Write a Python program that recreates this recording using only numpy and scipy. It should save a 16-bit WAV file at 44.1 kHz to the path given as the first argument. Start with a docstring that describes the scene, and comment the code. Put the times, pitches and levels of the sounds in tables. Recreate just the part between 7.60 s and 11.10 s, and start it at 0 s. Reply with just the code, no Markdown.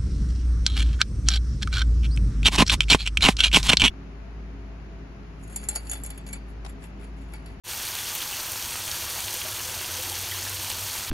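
"""A creek rushes steadily over stones beside lumps of ice, close to a single microphone.
Filtered noise makes a wash of far water; random clicks set off dense drops, splashes and small bubbles.
A few near drops tick and larger bubbles gurgle, made from short rings and puffs of noise.
Underneath lie a low rumble of filtered noise and a faint hum, a gliding sine like a far engine
gathering speed. The sound fades in at the start."""
import sys
import numpy as np
from scipy import signal
from scipy.fft import rfft, irfft
from scipy.io import wavfile

SR = 44100
rng = np.random.default_rng(int(sys.argv[2]) if len(sys.argv) > 2 else 0)


def persist_wave(psi):
    """Save psi, clipped to +-1, as 16-bit WAV."""
    counts = np.round(np.clip(psi, -1, 1) * 32767).astype(np.int16)
    wavfile.write(sys.argv[1], SR, np.atleast_2d(counts).T)


N = 154350  # samples: 3.5 seconds

# Colour of the water: how strong each pitch range is. 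Each row: frequency in Hz, relative level in dB per Hz.
WATER_COLOUR = [(30, 0), (130, 1.5), (180, -3.5), (215, -3), (242, 2), (290, -7), (350, 1.5), (435, -6),
                (505, 1), (565, -6), (635, 0), (690, -4), (830, 2), (900, -0.5), (980, 2.5), (1080, -1.1),
                (1600, 0), (2000, -1.96), (2600, 1.3), (3300, 3), (3800, 0), (4550, 3), (4950, -1),
                (5500, 1.5), (6300, 3), (7100, 0), (7650, -2), (8600, 1), (9800, -0.9), (10400, -4),
                (11300, -0.05), (13000, -0.8), (14500, -0.5), (15800, -7)]


def amp(db):
    """Turns decibels into a gain."""
    return 10 ** (np.asarray(db) / 20)


def unit(x):
    """Scales a signal to an rms (average strength) of 1."""
    return x / np.sqrt(np.mean(x ** 2) + 1e-20)


def read_spectrum(points, hz):
    """Reads levels in dB between the points of a spectrum, on a log-frequency axis."""
    point_hz, level_db = np.transpose(points)
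    return np.interp(np.log(hz + 1), np.log(point_hz + 1), level_db)


def add(mix, start_s, sound):
    """Mixes a sound in at a time, cutting it off where the mix ends."""
    part = mix[max(round(start_s * SR), 0):][:len(sound)]
    part += sound[:len(part)]


def drift(shape, *lengths):
    """Random field of rms 1, smooth over the given number of steps along each axis."""
    field = rng.standard_normal(shape)
    for axis, length in enumerate(lengths):
        field = np.swapaxes(field, axis, -1)
        n = field.shape[-1]
        smoothing = np.exp(-(2 * np.fft.rfftfreq(n) * length) ** 2)
        field = np.swapaxes(irfft(rfft(field) * smoothing, n), axis, -1)
    return unit(field)


def coloured(x, points, size=4096):
    """Gives a sound a spectrum with a filter that only looks back in time; result has rms 1."""
    level_db = read_spectrum(points, abs(np.fft.fftfreq(size, 1 / SR)))
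    log_gain = np.log(amp(level_db))
    # The Hilbert transform finds the phase that puts the filter's energy as early as possible.
    taps = np.fft.ifft(np.exp(np.conj(signal.hilbert(log_gain)))).real
    return unit(signal.oaconvolve(x, taps[:size // 2])[:N])


def impacts(per_s, spread_db, cap):
    """Random clicks, most small and a few large; the largest stand cap * spread_db above the smallest."""
    happens = rng.random(N) < per_s / SR
    size_db = spread_db * np.minimum(rng.exponential(1, N), cap)
    return happens * amp(size_db) * rng.choice([-1, 1], N)


def bubble(hz, cycles):
    """A ringing air pocket that fades in the given number of cycles, its pitch rising as it dies."""
    rise = 0.024  # share of the pitch gained per fade time
    age = np.arange(0, 6, hz / cycles / SR)  # in fade times
    ring = np.sin(2 * np.pi * cycles * age * (1 + rise * age / 2))
    soft_start = 1 - np.exp(-2 * age * cycles)
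    return ring * np.exp(-age) * soft_start


def banks(x, size=4096):
    """Adds short scattered echoes from stones and ice: a brief burst of noise-like reflections."""
    echo_db, echo_s = -7, 0.007
    t = np.arange(size) / SR
    echoes = rng.standard_normal(size) * np.exp(-t / echo_s) * (1 - np.exp(-t / echo_s))
    direct = t == 0
    return signal.oaconvolve(x, direct + amp(echo_db) * echoes / np.linalg.norm(echoes))


def wash(size=256):
    """Far water: so many splashes blur into noise, with drifting patches, a shared flicker and a slow swell."""
    wash_db, patch_db, flicker_db, swell_db = -35, 0.82, 0.7, 0.2
    hop = size // 4
    shape, rate = (N // hop + 8, size // 2 + 1), SR / hop  # (time frames, bands), frames per second
    noise = rng.standard_normal(shape) + 1j * rng.standard_normal(shape)
    patches = patch_db * drift(shape, 0.016 * rate, 1300 * size / SR)  # smooth over 16 ms and 1300 Hz
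    flicker = flicker_db * drift(shape[0], 0.025 * rate)
    swell = swell_db * drift(shape[0], 0.13 * rate)
    level_db = patches + (flicker + swell)[:, None]
    water = signal.istft((noise * amp(level_db)).T, nperseg=size, noverlap=size - hop)[1][:N]
    return amp(wash_db) * coloured(water, WATER_COLOUR)


def spray(surge, count=24):
    """Fine drops: each impact is a click of about two cycles at most, spread over the treble."""
    spray_db, drops_per_s, spread_db, cap_db = -37.5, 2200, 4.5, 16
    out = np.zeros(N)
    for hz in np.linspace(1200, 15500, count):
        drop = banks(bubble(hz, hz * 0.00015))  # fades in 0.15 ms
        clicks = impacts(drops_per_s / count, spread_db, cap_db / spread_db)
        out += signal.oaconvolve(clicks, drop / np.linalg.norm(drop))[:N]
    return amp(spray_db) * coloured(out * surge, WATER_COLOUR)


def splashes(surge, count=20):
    """Small splashes: breaking water gives sudden puffs of fizzing noise, each in its own band."""
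    splash_db, splashes_per_s, spread_db = -40, 290, 1
    fade_s, width_octaves = 0.0052, 0.66
    out, hz = np.zeros(N), np.fft.rfftfreq(N, 1 / SR)
    for centre_hz in np.geomspace(900, 14000, count):
        band = np.exp(-(np.log2((hz + 1) / centre_hz) / width_octaves) ** 2 / 2)
        fizz = irfft(rfft(rng.standard_normal(N)) * band, N)
        hits = impacts(splashes_per_s / count, spread_db, 2.3)
        # Each hit adds power that dies away; the square root turns power into loudness of the fizz.
        power = signal.lfilter([1], [1, -np.exp(-2 / (fade_s * SR))], hits ** 2)
        out += fizz * unit(np.sqrt(power))
    return amp(splash_db) * coloured(out * surge, WATER_COLOUR)


def bubbles(surge, count=48):
    """The babble of many small ringing bubbles of all sizes; the deep ones swell for a while."""
    # Level of the deep bubbles over time. Each row: time in seconds, gain in dB.
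    deep_points = [(0, -5), (1.2, -1.5), (1.9, 4.5), (2.9, 5), (3.3, 0)]
    deep_below_hz = 850
    bubble_db, spread_db, ring_cycles = -45, 5, 6
    base_per_s = 600  # shared among the pitches; higher ones come more often, below
    out = np.zeros(N)
    deep_gain = amp(np.interp(np.arange(N) / SR, *np.transpose(deep_points)))
    for hz in np.geomspace(330, 7000, count) * rng.uniform(1.0, 1.03, count):
        ring = banks(bubble(hz, ring_cycles))
        clicks = impacts(base_per_s / count * np.sqrt(hz / 2000), spread_db, 2.2)
        babble = unit(signal.oaconvolve(clicks, ring)[:N])
        out += hz ** 0.32 * babble * (deep_gain if hz < deep_below_hz else 1)
    return amp(bubble_db) * coloured(out * surge, WATER_COLOUR)


def near_drops(size=2000):
    """Near drops: each snaps with a burst of noise, rings briefly and spatters."""
    # The single drops. Each row: start in seconds, energy in dB, pitch in Hz.
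    drop_rows = [(.152, -15, 14500), (0.277, -11, 4100), (.3525, -6, 6460), (.387, -16, 3300),
                 (.5515, -3, 14500), (0.5672, -19, 3400), (0.6206, -6, 3200), (.768, -11, 14500),
                 (0.9198, -6, 11000), (1.2793, -9, 3100), (1.3147, -4, 5330), (1.605, -7.5, 8660),
                 (1.682, -8.5, 3000), (1.741, -4, 12700), (1.8161, -8, 2980), (2.053, -10, 5100),
                 (2.498, -7, 9300), (2.7898, -10, 6050), (2.829, -11, 5770), (3.1008, -4.5, 7310),
                 (3.116, -6, 3700), (3.2857, -11, 3910), (3.3518, -9, 12880)]
    ring_cycles, snap, snap_s, spatter, spatter_s = 1.3, 0.3, 0.00064, 0.08, 0.006
    out, t = np.zeros(N), np.arange(size) / SR
    for start_s, db, hz in drop_rows:
        fizz = unit(signal.fftconvolve(rng.standard_normal(size), bubble(hz, 0.42))[:size])
        fade = snap * np.exp(-t / snap_s) + spatter * np.exp(-t / spatter_s)
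        soft_start = 1 - np.exp(-t * hz / 2)
        tick = fizz * fade * soft_start
        add(tick, 0, bubble(hz, ring_cycles))
        add(out, start_s, amp(db) * tick / np.linalg.norm(tick))
    return out


def gurgles(size=2000):
    """Larger bubbles: each rings as an air pocket with echoes, in a little splash of noise."""
    # The single bubbles. Each row: start in seconds, level in dB, pitch in Hz.
    gurgle_rows = [(.386, -28, 3350), (0.485, -37, 1640), (0.603, -30, 3090), (.62, -31, 2770),
                   (0.727, -29, 2780), (1.228, -29, 3260), (1.466, -35.5, 1124), (1.673, -39, 2620),
                   (1.814, -37, 3170), (1.85, -36, 615), (2.385, -40, 495), (2.527, -31, 3195),
                   (2.713, -29, 3100), (2.719, -32, 1920), (2.745, -35, 1044), (2.865, -34, 1665),
                   (3.103, -28, 2827), (3.241, -40, 984), (3.364, -33, 2500)]
    ring_cycles, fizz_gain, fizz_s = 7.7, 0.45, 0.015
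    out, t = np.zeros(N), np.arange(size) / SR
    for start_s, db, hz in gurgle_rows:
        fizz = unit(signal.fftconvolve(rng.standard_normal(size), bubble(hz, 2.5))[:size])
        add(out, start_s, amp(db) * fizz_gain * fizz * np.exp(-t / fizz_s))
        add(out, start_s, amp(db) * banks(bubble(hz, ring_cycles)))
    return out


def low_rumble():
    """A low rumble: noise kept to the deepest pitches, its level changing slowly."""
    # Colour of the rumble. Each row: frequency in Hz, relative level in dB per Hz.
    rumble_colour = [(15, -55), (28, -33), (42, -5), (52, -5), (64, -2.5), (80, -4), (100, 4), (115, -6),
                     (140, -15.5), (250, -33), (1000, -75)]
    # Its level over time. Each row: time in seconds, level in dB.
    rumble_points = [(0, -44), (.25, -51), (.36, -53.5), (.7, -53), (1.3, -47.5), (1.9, -49), (2.6, -49.5),
                     (3.5, -49.5)]
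    gain = amp(read_spectrum(rumble_colour, np.fft.rfftfreq(N, 1 / SR)))
    rumble = unit(irfft(rfft(rng.standard_normal(N)) * gain, N))
    return rumble * amp(np.interp(np.arange(N) / SR, *np.transpose(rumble_points)))


def far_hum():
    """A far hum: one sine tone whose pitch climbs, dips and recovers, its level wavering a little."""
    # Path of the hum. Each row: time in seconds, pitch in Hz, level in dB.
    hum_points = [(1.7, 77.9, -75), (1.95, 79.25, -55), (2.15, 86, -49), (2.35, 88.7, -48),
                  (2.6, 91.5, -45.5), (2.88, 96, -42), (3.15, 91.8, -49), (3.5, 96.4, -51)]
    t = np.arange(N) / SR
    point_s, point_hz, point_db = np.transpose(hum_points)
    turns = np.cumsum(np.interp(t, point_s, point_hz)) / SR
    tone = np.sqrt(2) * np.sin(2 * np.pi * turns)  # rms 1
    waver_db = 0.45 * drift(N, 0.08 * SR)
    return tone * amp(np.interp(t, point_s, point_db) + waver_db)


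def scene():
    """Spray, splashes and bubbles surge together over the rest; both channels hear the same."""
    surge_db, surge_s = -0.18, 0.015
    surge = amp(surge_db * drift(N, surge_s * SR))
    creek = wash() + spray(surge) + splashes(surge) + bubbles(surge)
    creek += near_drops() + gurgles()
    creek += low_rumble() + far_hum()
    return np.array([creek, creek])


def record(dry):
    """A quick fade-in, then a steep filter that removes the highest treble."""
    edge_hz = 15800
    faded = dry * np.interp(np.arange(N) / SR, [0.036, 0.1], [0, 1])  # fade times in seconds
    low_pass = signal.firwin(601, edge_hz, window=("kaiser", 8), fs=SR)
    return signal.oaconvolve(faded, low_pass[None], "same")


dry = scene()
out = record(dry)
persist_wave(out)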